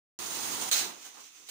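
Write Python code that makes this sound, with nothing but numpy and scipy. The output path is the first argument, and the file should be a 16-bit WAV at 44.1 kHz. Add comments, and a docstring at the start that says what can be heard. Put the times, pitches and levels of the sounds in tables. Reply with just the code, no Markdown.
"""Toy robots colliding

Two robots of plastic bricks race at each other over a foam mat in a small room. Gear teeth strike in
rapid trains, heard as a whirr that an unbalanced spinner modulates. At the crash, loose bricks rattle
and ring and the spinners jam; the gears grind on weakly until another knock. The phone's limiter
ducks just ahead of the crash, and its right microphone is the brighter one."""
import sys
import numpy as np
from scipy import signal
from scipy.fft import rfft, irfft
from scipy.io import wavfile
from scipy.ndimage import uniform_filter1d, minimum_filter1d

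SR = 44100
rng = np.random.default_rng(int(sys.argv[2]) if len(sys.argv) > 2 else 0)


def inscribe(sig):
    """Save sig as 16-bit PCM at rate SR to the path in sys.argv[1].

    A 1-D sig is mono; a 2-D sig holds one channel per row.
    Samples are clipped to [-1, 1] before scaling.
    """
    pcm = np.round(np.clip(np.atleast_2d(sig).T, -1, 1) * 32767)
    wavfile.write(sys.argv[1], SR, pcm.astype(np.int16))


N = 66150
TIME = np.arange(N) / SR
JAM_S = .714  # the spinners jam

def undb(db):
    """Amplitude ratio of a level in decibels."""
    return 10 ** (np.asarray(db) / 20)

def unit(x):
    """Normalisation to an rms of 1."""
    return x / np.sqrt(np.mean(x ** 2))

def envelope(rows):
    """Gain interpolated through (s, dB) points."""
    return undb(np.interp(TIME, *np.array(rows).T))

def colour(x, points, size=4096):
    """Minimum-phase filtering through (Hz, dB) points, with unit power gain."""
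    hz, db = np.array(points).T
    f = np.maximum(np.fft.rfftfreq(size, 1 / SR), 1)
    cepstrum = irfft(np.log(undb(np.interp(np.log(f), np.log(hz), db))))
    cepstrum[1:size // 2] *= 2
    cepstrum[size // 2 + 1:] = 0
    impulse = irfft(np.exp(rfft(cepstrum)))
    return signal.fftconvolve(x, impulse / np.linalg.norm(impulse))[:N]

def drift(per_s):
    """Slow random fluctuation with an rms of 1."""
    hold = int(SR / per_s)
    steps = np.repeat(rng.standard_normal(N // hold + 1), hold)
    return unit(uniform_filter1d(steps, hold)[:N])

def clicks(per_s, scatter_db):
    """Shot noise: impulses of random time, sign and size."""
    impulses = (rng.random(N) < per_s / SR) * rng.choice([-1, 1], N)
    return unit(impulses * undb(scatter_db * np.clip(rng.standard_normal(N), -2, 2)))

def teeth(hz, wander=.006, jitter_s=.00006, scatter_db=6):
    """Gear meshing: one impulse per tooth, uneven in time and size."""
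    passed = np.cumsum(hz * (1 + wander * drift(6))) / SR
    contacts = np.flatnonzero(np.diff(np.floor(passed)))
    late, size = rng.standard_normal((2, N))[:, contacts]
    contacts += np.round(late * jitter_s * SR).astype(int)
    train = np.zeros(N)
    train[np.clip(contacts, 0, N - 1)] = undb(scatter_db * size)
    return unit(train - train.mean())

def echoes(t60_1khz_s=.31, t60_10khz_s=.21, build_s=.0019):
    """Diffuse reverberation: a noise tail whose treble decays sooner."""
    t = np.arange(32768) / SR
    noise, f = rfft(rng.standard_normal(len(t))), np.fft.rfftfreq(len(t), 1 / SR)
    octaves_hz = 1000 * 2. ** np.arange(5)
    tail = 0
    for hz, pick in zip(octaves_hz, np.eye(5)):
        t60 = t60_1khz_s * (t60_10khz_s / t60_1khz_s) ** np.log10(hz / 1000)
        band = irfft(noise * np.interp(f, octaves_hz, pick))
        tail += band * undb(-60 * t / t60)
    tail *= 1 - np.exp(-t / build_s)
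    return tail / np.linalg.norm(tail)

def room(x, lag_s, paths=7, change_s=.003, reverb_db=7):
    """Multipath propagation: clicks from all over the moving robots take turns among echo paths."""
    reverb = 0
    for k in range(paths):
        away = np.abs((TIME / change_s - k + paths / 2) % paths - paths / 2)
        share = np.cos(np.pi / 2 * np.minimum(away, 1))
        reverb += signal.fftconvolve(x * share, echoes())[:N]
    direct = np.pad(x, (int(lag_s * SR), 0))[:N]
    return (direct + undb(reverb_db) * reverb) / np.hypot(1, undb(reverb_db))

# Modes of the bricks. Each row: frequency in Hz, relative level in dB, 60 dB decay time in seconds.
BRICK_MODES = [(1550, -41, 0.036), (4000, -37, .025), (4117, 15, 0.071), (4387, 15, 0.022), (5760, -3, .03),
               (6690, -14, 0.021), (6750, 19, 0.013), (7530, 10, 0.0089), (9180, 7, 0.027)]
def bricks(x, ring_db):
    """Modal resonance: each click is heard along with the damped ringing it excites in the plastic."""
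    t = np.arange(SR // 8) / SR
    modes = sum(undb(db) / np.sqrt(t60) * np.sin(2 * np.pi * hz * t) * undb(-60 * t / t60)
                for hz, db, t60 in BRICK_MODES)
    ring = signal.fftconvolve(x, modes / np.linalg.norm(modes))[:N]
    return (x + undb(ring_db) * ring) / np.hypot(1, undb(ring_db))

# Effort of the motors. Each row: time in seconds, level in dB.
STRAIN_LEVELS = [(.94, -53.5), (1.0, -67), (1.05, -51.5), (1.10, -66.5), (1.15, -51), (1.21, -63.5),
                 (1.25, -111), (1.34, -70), (1.38, -71), (1.45, -76)]
# Response of the chassis. Each row: frequency in Hz, relative gain in dB.
CHASSIS_RESPONSE = [(80, -12), (200, -3), (330, 10), (420, 2.5), (560, -18), (740, 6.5), (1030, 4.5),
                    (1350, 0), (3000, -12), (9000, -35)]
def straining_motors(tooth_hz=78.6):
    """Forced vibration: the stalling motors groan through the chassis, tooth by uneven tooth."""
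    push = unit(teeth(tooth_hz * (1 + .14 * drift(12))) + clicks(1200, 1.1))
    return colour(push * envelope(STRAIN_LEVELS) * (TIME > JAM_S), CHASSIS_RESPONSE)

# Surges of the jammed gears. Each row: time in seconds, relative level in dB.
GRIND_LEVELS = [(0.96, -52.5), (0.982, -49.5), (1.058, -49.5), (1.11, -54.5), (1.198, -48), (1.214, -56),
                (1.244, -51.5), (1.31, -58), (1.364, -51), (1.462, -57), (1.47, -48.5)]
# Spectrum of the scraping. Each row: frequency in Hz, relative level in dB.
GRIND_SPECTRUM = [(80, -16.5), (180, 0), (350, -7.5), (600, -13.5), (1000, -5.5), (1600, -6.5), (2600, 0),
                  (4500, -3.5), (6300, 3), (8000, -4.5), (11000, -6.5), (16000, -5)]
def grinding_gears(gain_db=2):
    """Friction noise: the locked robots push on, and their gears slip and scrape."""
    slips = clicks(1500, 4.8) * envelope(GRIND_LEVELS) * (TIME > JAM_S)
    return undb(gain_db) * colour(bricks(slips, ring_db=-19.5), GRIND_SPECTRUM)

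# Rumble of the wheels as they gather speed. Each row: time in seconds, level in dB.
RUMBLE_LEVELS = [(.19, -46.5), (.3, -44), (.6, -41.5), (.7, -51.5)]
# Response of the foam mat. Each row: frequency in Hz, relative gain in dB.
MAT_RESPONSE = [(25, -24), (50, -39), (85, -7), (125, -8), (175, 2.5), (240, 1), (320, 4), (410, -3),
                (490, -10.5), (900, -4), (3000, -35)]
def rolling_wheels():
    """Rolling noise: the mat filters many small contacts into a rumble."""
    return colour(clicks(900, 4.2), MAT_RESPONSE) * envelope(RUMBLE_LEVELS)

def burst(start_s, db, decay_s):
    """Exponential decay from a sudden onset."""
    return undb(db) * (TIME >= start_s) * np.exp(-np.abs(TIME - start_s) / decay_s)

# Bounces of the chassis. Each row: start in seconds, level in dB.
BOUNCES = [(0.721, -34.5), (.785, -35.5), (1.373, -59)]
def chassis_thuds(decay_s=.057):
    """Cushioned impact: the chassis bounce on the mat, which passes mainly low frequencies."""
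    force = sum(burst(start_s, db, decay_s) for start_s, db in BOUNCES)
    return colour(force * clicks(4000, 2.2), MAT_RESPONSE)

# Meshing gears. Each row: tooth rate in Hz, relative level in dB.
GEAR_MESHES = [(120.5, -25), (179, 2), (220, -2), (398, -5.5), (1031, -33)]
# Course of the whirr. Each row: time in seconds, relative level in dB.
WHIRR_LEVELS = [(0.2, -37.5), (0.45, -33), (0.58, -35.5), (0.614, -30.5), (0.638, -38.5), (0.69, -32)]
# Spectrum of the whirr. Each row: frequency in Hz, relative level in dB.
WHIRR_SPECTRUM = [(80, -35.5), (180, 9), (400, -14.5), (640, -5), (830, 1), (1100, 1.5), (1450, -3.5),
                  (2500, -3), (4500, -1), (5600, -0.5), (6600, 2), (8000, -3.5), (9300, 0.5), (11000, -3.5),
                  (16000, -0.5)]
def running_gears(spin_hz=9.7, spin_depth=.12, axle_db=.5, gain_db=3):
    """Amplitude modulation: an unbalanced spinner sways the clatter of teeth and loose axles."""
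    mesh = unit(sum(undb(db) * teeth(hz) for hz, db in GEAR_MESHES))
    clatter = unit(mesh + undb(axle_db) * clicks(2500, 4.5))
    wobble = 1 + spin_depth * np.sin(2 * np.pi * spin_hz * TIME)
    whirr = colour(bricks(clatter * wobble, ring_db=-23.5), WHIRR_SPECTRUM)
    return whirr * envelope(WHIRR_LEVELS) * undb(gain_db)

# Blows of brick on brick. Each row: start in seconds, level in dB, decay time constant in seconds.
BRICK_BLOWS = [(.7134, 3, .0016), (.7175, 3, .0008), (.7198, -6, .02), (.7776, -10, .001),
               (.7570, -14, .035), (1.0135, -45, .008), (1.0435, -36, .014), (1.4815, -42, .003),
               (1.4865, -32, .015)]
# Spectrum of the rattle. Each row: frequency in Hz, relative level in dB.
RATTLE_SPECTRUM = [(80, -20), (300, -6), (550, -5.5), (1000, -1.5), (1500, 1), (2200, 1), (4000, 2.5),
                   (6300, 4), (9000, 2.5), (11000, 1), (16000, 4.5)]
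def crash():
    """Impact excitation: each blow sets off a dying rattle of bricks."""
    force = sum(burst(*blow) for blow in BRICK_BLOWS)
    rattle = force * clicks(per_s=12000, scatter_db=2.5)
    return colour(bricks(rattle, ring_db=-11.5), RATTLE_SPECTRUM)

def scene(jam_decay_s=.011, shared_bass_hz=138):
    """Superposition: all sources reach two microphones through the room, sharing the deep bass."""
    until_jam = np.exp(-np.maximum(TIME - JAM_S, 0) / jam_decay_s)
    race = (running_gears() + rolling_wheels()) * until_jam
    robots = race + crash() + chassis_thuds() + grinding_gears() + straining_motors()
    left, right = room(robots, lag_s=0), room(robots, lag_s=.00088)
    f = np.fft.rfftfreq(N, 1 / SR)
    side = irfft(rfft(left - right) * f / np.hypot(f, shared_bass_hz), N)
    return np.array([left + right + side, left + right - side]) / 2

def limiter(x, limit_db=-18.5, ahead_s=.014, ramp_s=.013, recover_db_per_s=72):
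    """Look-ahead limiting: the gain drops before a loud sound and recovers steadily."""
    power = uniform_filter1d(np.mean(x ** 2, axis=0), size=SR // 200)
    gain_db = np.minimum(limit_db - 10 * np.log10(np.maximum(power, 1e-12)), 0)
    gain_db = minimum_filter1d(gain_db, 2 * int(ahead_s * SR) + 1)
    climb_db = recover_db_per_s * TIME
    gain_db = np.minimum.accumulate(gain_db - climb_db) + climb_db
    return x * undb(uniform_filter1d(gain_db, int(ramp_s * SR)))

# Response of the microphones. Each row: frequency in Hz, left gain in dB, right gain in dB.
MIC_RESPONSE = [(98, -13, -10.5), (370, -5.5, 0), (2460, -4, 0), (5600, -3.5, 1), (7220, -6, 4.5),
                (9420, -1.5, 0), (10100, -5, -2), (11900, -26.5, -6), (14000, -28, -5.5), (14830, -20, 4),
                (16000, -19, 4.5)]
def record(dry, low_cut_hz=68, top_hz=15480, start_s=.189):
    """Band-limited pickup: the sound is coloured by the microphones, limited, and cuts in abruptly."""
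    hz, left_db, right_db = np.array(MIC_RESPONSE).T
    f = np.fft.rfftfreq(2 * N, 1 / SR)
    mics = undb([np.interp(f, hz, left_db), np.interp(f, hz, right_db)])
    low_cut = f ** 2 / np.hypot(f ** 2, low_cut_hz ** 2)
    picked_up = irfft(rfft(dry, 2 * N) * mics * low_cut)[:, :N]
    heard = limiter(picked_up) * (TIME > start_s)
    return signal.sosfilt(signal.ellip(10, .2, 70, top_hz, fs=SR, output="sos"), heard)

dry = scene()
out = record(dry)
inscribe(out)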